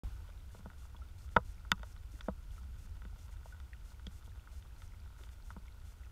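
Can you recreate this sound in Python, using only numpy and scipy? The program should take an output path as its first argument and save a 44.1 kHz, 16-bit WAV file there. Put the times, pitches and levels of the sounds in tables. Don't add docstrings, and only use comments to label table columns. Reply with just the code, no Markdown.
import sys
import numpy as np
from scipy import signal
from scipy.fft import rfft, irfft
from scipy.io import wavfile
from scipy.ndimage import uniform_filter1d, map_coordinates

SR = 44100
rng = np.random.default_rng(int(sys.argv[2]) if len(sys.argv) > 2 else 0)


def inscribe(sig):
    pcm = np.round(np.clip(np.atleast_2d(sig).T, -1, 1) * 32767)
    wavfile.write(sys.argv[1], SR, pcm.astype(np.int16))


N = 269451
TIME = np.arange(N) / SR
WAKE_S = .035

# frequency in Hz, relative level in dB.
NOISE_ROLLOFF = [(15700, -23), (16000, -60)]


def amp(db):
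    return 10 ** (np.asarray(db) / 20)


def unit(x):
    return x / np.sqrt(np.mean(x ** 2) + 1e-20)


def curve_db(points, hz):
    f, db = np.transpose(points)
    return np.interp(np.log(hz + 1), np.log(f + 1), db)


def add(mix, start_s, sound):
    part = mix[round(start_s * SR):][:len(sound)]
    part += sound[:len(part)]


def coloured_noise(points):
    gain = amp(curve_db(points, np.fft.rfftfreq(N, 1 / SR)))
    return unit(irfft(rfft(rng.standard_normal(N)) * gain, N))


def rumble(smooth_s=0.28, surge_db=13, settle_s=0.1):
    # frequency in Hz, relative level in dB.
    spectrum = [(10, -12), (30, -4.5), (45, -1.5), (62, 0.25), (85, -5.5), (110, -16), (140, -25),
                (200, -28), (280, -44.5), (600, -77.5)]
    # time in seconds, level in dB.
    swell = [(.3, -49.5), (.7, -50.5), (1.4, -46.5), (2, -48), (2.8, -45.5), (3.6, -49), (6, -50)]
    noise = coloured_noise(spectrum + [(3000, -120)])
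    noise /= np.sqrt(uniform_filter1d(noise ** 2, int(smooth_s * SR)))
    surge = surge_db * np.exp(-np.maximum(TIME - WAKE_S, 0) / settle_s)
    return noise * amp(surge + np.interp(TIME, *np.transpose(swell)))


def patter(per_s=70, level_db=-66, spread_db=5.0, decay_cycles=3.2, db_per_oct=2.5, pitches=30):
    out, t = np.zeros(N), np.arange(SR // 20) / SR
    for hz in np.geomspace(600, 6500, pitches):
        accents_db = spread_db * np.minimum(rng.exponential(1, N), 2.5)
        gains = amp(level_db + db_per_oct * np.log2(hz / 2000) + accents_db)
        hits = rng.random(N) < per_s / pitches / SR
        plip = np.sin(2 * np.pi * hz * t) * np.exp(-hz * t / decay_cycles) * (1 - np.exp(-hz * t))
        out += signal.oaconvolve(gains * hits, plip)[:N]
    return out


def surroundings(hiss_db=-67.5, surge_db=8, settle_s=0.14):
    # frequency in Hz, relative level in dB.
    port_tone = [(300, 2), (700, -5), (900, -1), (1150, -6), (1320, -1), (1480, 1.5), (1620, -8.5),
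                 (2800, -8.5), (3550, -9.5), (4000, -11.5), (6500, -13.5), (10000, -16), (14800, -17)]
    hiss = amp(hiss_db) * coloured_noise(port_tone + NOISE_ROLLOFF)
    return (hiss + patter()) * amp(surge_db * np.exp(-TIME / settle_s))


def current_bursts():
    burst_pairs = [(.514, 2 / 3, .266, .086), (1.311, 2, .931, .032)]
    active = np.zeros(N, bool)
    for first, period, delay, length in burst_pairs:
        for start in (first, first + delay):
            active |= (TIME > start) & ((TIME - start) % period < length)
    return active.astype(float)


def buzz(pitch_hz=116.5, tone_db=-71, fizz_db=-77.5, idle_db=-20, second_db=5, sixth_db=7.5, wander=0.0008):
    # frequency in Hz, relative level in dB.
    spectrum = [(1000, -7), (3500, -5.5), (4300, -6.5), (5400, -4), (6200, -2), (7100, -3.5), (7700, -5),
                (9300, -5), (10700, -11), (12700, -8), (15000, -16)]
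    k = np.arange(1, 134)
    gains = amp(curve_db(spectrum, k * pitch_hz) + second_db * (k % 2 == 0) + sixth_db * (k % 6 == 0))
    phases = np.exp(2j * np.pi * rng.random(len(k)))
    harmonics = np.zeros(N // 2 + 1, complex)
    harmonics[np.rint(k * pitch_hz * N / SR).astype(int)] = gains * phases
    pace = 1 + wander * unit(uniform_filter1d(rng.standard_normal(N), size=2000))
    tone = unit(map_coordinates(irfft(harmonics, N), [np.cumsum(pace)], mode="wrap"))
    fizz = coloured_noise(spectrum + NOISE_ROLLOFF)
    gate = uniform_filter1d(np.maximum(current_bursts(), amp(idle_db)), size=200)
    return gate * (amp(tone_db) * tone + amp(fizz_db) * fizz)


def pings(rise_per_s=.6, attack_s=0.00073, burst_db=-13, burst_s=0.0039, size=8192):
    # start in seconds, level in dB, starting
    # pitch in Hz, 60 dB decay time in seconds.
    events = [(.289, -51, 580, 0.03), (.965, -51.5, 3370, 0.02), (1.018, -50.5, 1333, 0.052),
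              (1.831, -49.5, 596, 0.051), (2.138, -49.5, 285, 0.042), (2.208, -39.5, 3400, 0.0085),
              (2.58, -51, 1306, 0.051), (3.524, -50, 1470, 0.082), (3.732, -40.5, 1860, 0.015),
              (4.0666, -40.5, 3290, 0.019), (5.208, -53, 390, .042), (5.681, -51, 2190, .021),
              (6.034, -53.5, 1970, 0.016)]
    out, t = np.zeros(N), np.arange(size) / SR
    for start_s, db, hz, t60 in events:
        turns = np.cumsum(hz * (1 + rise_per_s * t)) / SR
        ring = np.exp(-np.log(1000) * t / t60) * np.sin(2 * np.pi * turns)
        band = signal.butter(2, [hz * .7, hz * 1.6], "bandpass", fs=SR)
        noise = unit(signal.lfilter(*band, rng.standard_normal(size)))
        burst = amp(burst_db) * np.exp(-t / burst_s) * noise
        add(out, start_s, amp(db) * (1 - np.exp(-t / attack_s)) * (ring + burst))
    return out


def blow(force_db, peak_hz, fall_db_per_oct, thump_db=-100, rise_db_per_oct=11.5, thump_hz=239, size=4096):
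    hz = abs(np.fft.fftfreq(size, 1 / SR)) + 1
    octaves = np.log2(hz / peak_hz)
    impact = amp(force_db) / np.hypot(amp(-rise_db_per_oct * octaves), amp(fall_db_per_oct * octaves))
    push = amp(thump_db) / (1 + (hz / thump_hz) ** 4)
    log_gain = np.log(np.hypot(impact, push) + 1e-5)
    return np.fft.ifft(np.exp(np.conj(signal.hilbert(log_gain)))).real


def ring_case(force, size=4096):
    # pitch in Hz, gain in dB, 60 dB decay time in seconds.
    modes = [(70, -18.5, 0.046), (121, -23, 0.074), (154, -19.5, 0.034), (190.5, -16.5, 0.065),
             (420, -5.5, 0.015), (495, -8.5, 0.04), (641, -5.5, 0.035), (843, -21.5, 0.075),
             (953, 5.5, 0.024), (910, 7.5, 0.011), (1060, -2, 0.027), (1003, -14.5, 0.07),
             (1145, -13, 0.067), (1219, -19.5, 0.071), (1267, -3, 0.041), (1452, 6.5, 0.019),
             (1630, 6, 0.0053), (1920, 0, 0.016), (2276, -3, 0.0074), (2660, -13, 0.029),
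             (2990, -6.5, 0.017), (3464, 2.5, 0.0096), (3670, -1.9, 0.016), (4560, -4.5, 0.0074),
             (4990, -8, 0.012), (6200, -6.5, 0.0093), (7180, -5, 0.0061), (8900, -10.5, 0.0047),
             (11800, -10.5, 0.004), (13600, -9.5, .004), (14700, -14, .004)]
    ring, t = np.zeros(size), np.arange(size) / SR
    for k, (hz, db, t60) in enumerate(modes):
        envelope = np.exp(-np.log(1000) * t / t60) * (1 - np.exp(-2 * hz * t))
        ring += (-1) ** (k + 1) * amp(db) * envelope * np.sin(2 * np.pi * hz * t)
    return signal.oaconvolve(force, ring)[:N]


def drizzle(per_s=28, spread_db=3.5, force_db=-63, db_per_oct=-1.5, sizes=8):
    force = np.zeros(N)
    for hz in np.geomspace(300, 4500, sizes):
        gains = amp(spread_db * np.minimum(rng.exponential(1, N), 2))
        hits = rng.random(N) < per_s / sizes / SR
        tick = blow(force_db + db_per_oct * np.log2(hz / 600), hz, fall_db_per_oct=6)
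        force += signal.oaconvolve(gains * hits, tick)[:N]
    return ring_case(force)


def drops():
    # start in
    # seconds, force in dB, hump frequency in Hz, roll-off above it in dB per octave, mount thump in dB.
    knocks = [(0.5465, -34.5, 324, 12, -34), (.592, -55, 600, 10, -25), (0.6575, -37, 540, 12, -18.5),
              (0.7, -48.5, 1770, 18, -43), (.9458, -49.5, 1000, 22, -32), (1.3634, -10, 522, 9.5, 0),
              (1.3658, -14.5, 1490, 14, -11.5), (1.3818, -24, 420, 14, -27), (1.649, -50, 1360, 21, -55),
              (1.7167, -16, 1920, 3.5, -8), (1.728, -43, 1335, 27, -23), (1.7941, -56.5, 1040, 3, -29),
              (1.8308, -42, 620, 4, -41), (1.9628, -53, 1900, 9, -62), (2.2079, -42.5, 1890, 9, -50),
              (2.2819, -3.7, 289, 22.7, -29), (2.2838, -9.5, 287, 13.5, -47),
              (3.0185, -49.5, 1730, 14, -31), (3.0505, -49, 1760, 11.5, -23.5),
              (3.456, -39.5, 710, 24, -36), (3.6004, -54, 1200, 2, -45), (3.995, -53.5, 1450, 10, -57.5),
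              (4.0675, -42, 3180, 7, -17), (4.276, -50, 450, 10.5, -30.5), (4.4726, -48.5, 1630, 32, -60),
              (4.624, -52, 2800, 11, -55), (4.819, -51, 1910, 4, -61), (5.2355, -48, 2500, 6, -45),
              (5.2894, -54, 2310, 6, -62), (5.5035, -42, 1370, 17, -32), (5.5638, -44.5, 890, 16, -18.5)]
    force = np.zeros(N)
    for start_s, *shape in knocks:
        add(force, start_s, blow(*shape))
    return ring_case(force)


def scene():
    return (drops() + drizzle() + pings() + rumble() + surroundings() + buzz())[None]


def record(dry, cutoff_hz=16400):
    awake = np.clip((TIME - WAKE_S) * SR / 20, 0, 1)
    low_pass = signal.firwin(511, cutoff_hz, window=("kaiser", 9), fs=SR)
    return signal.oaconvolve(dry * awake, low_pass[None], "same")


dry = scene()
out = record(dry)
inscribe(out)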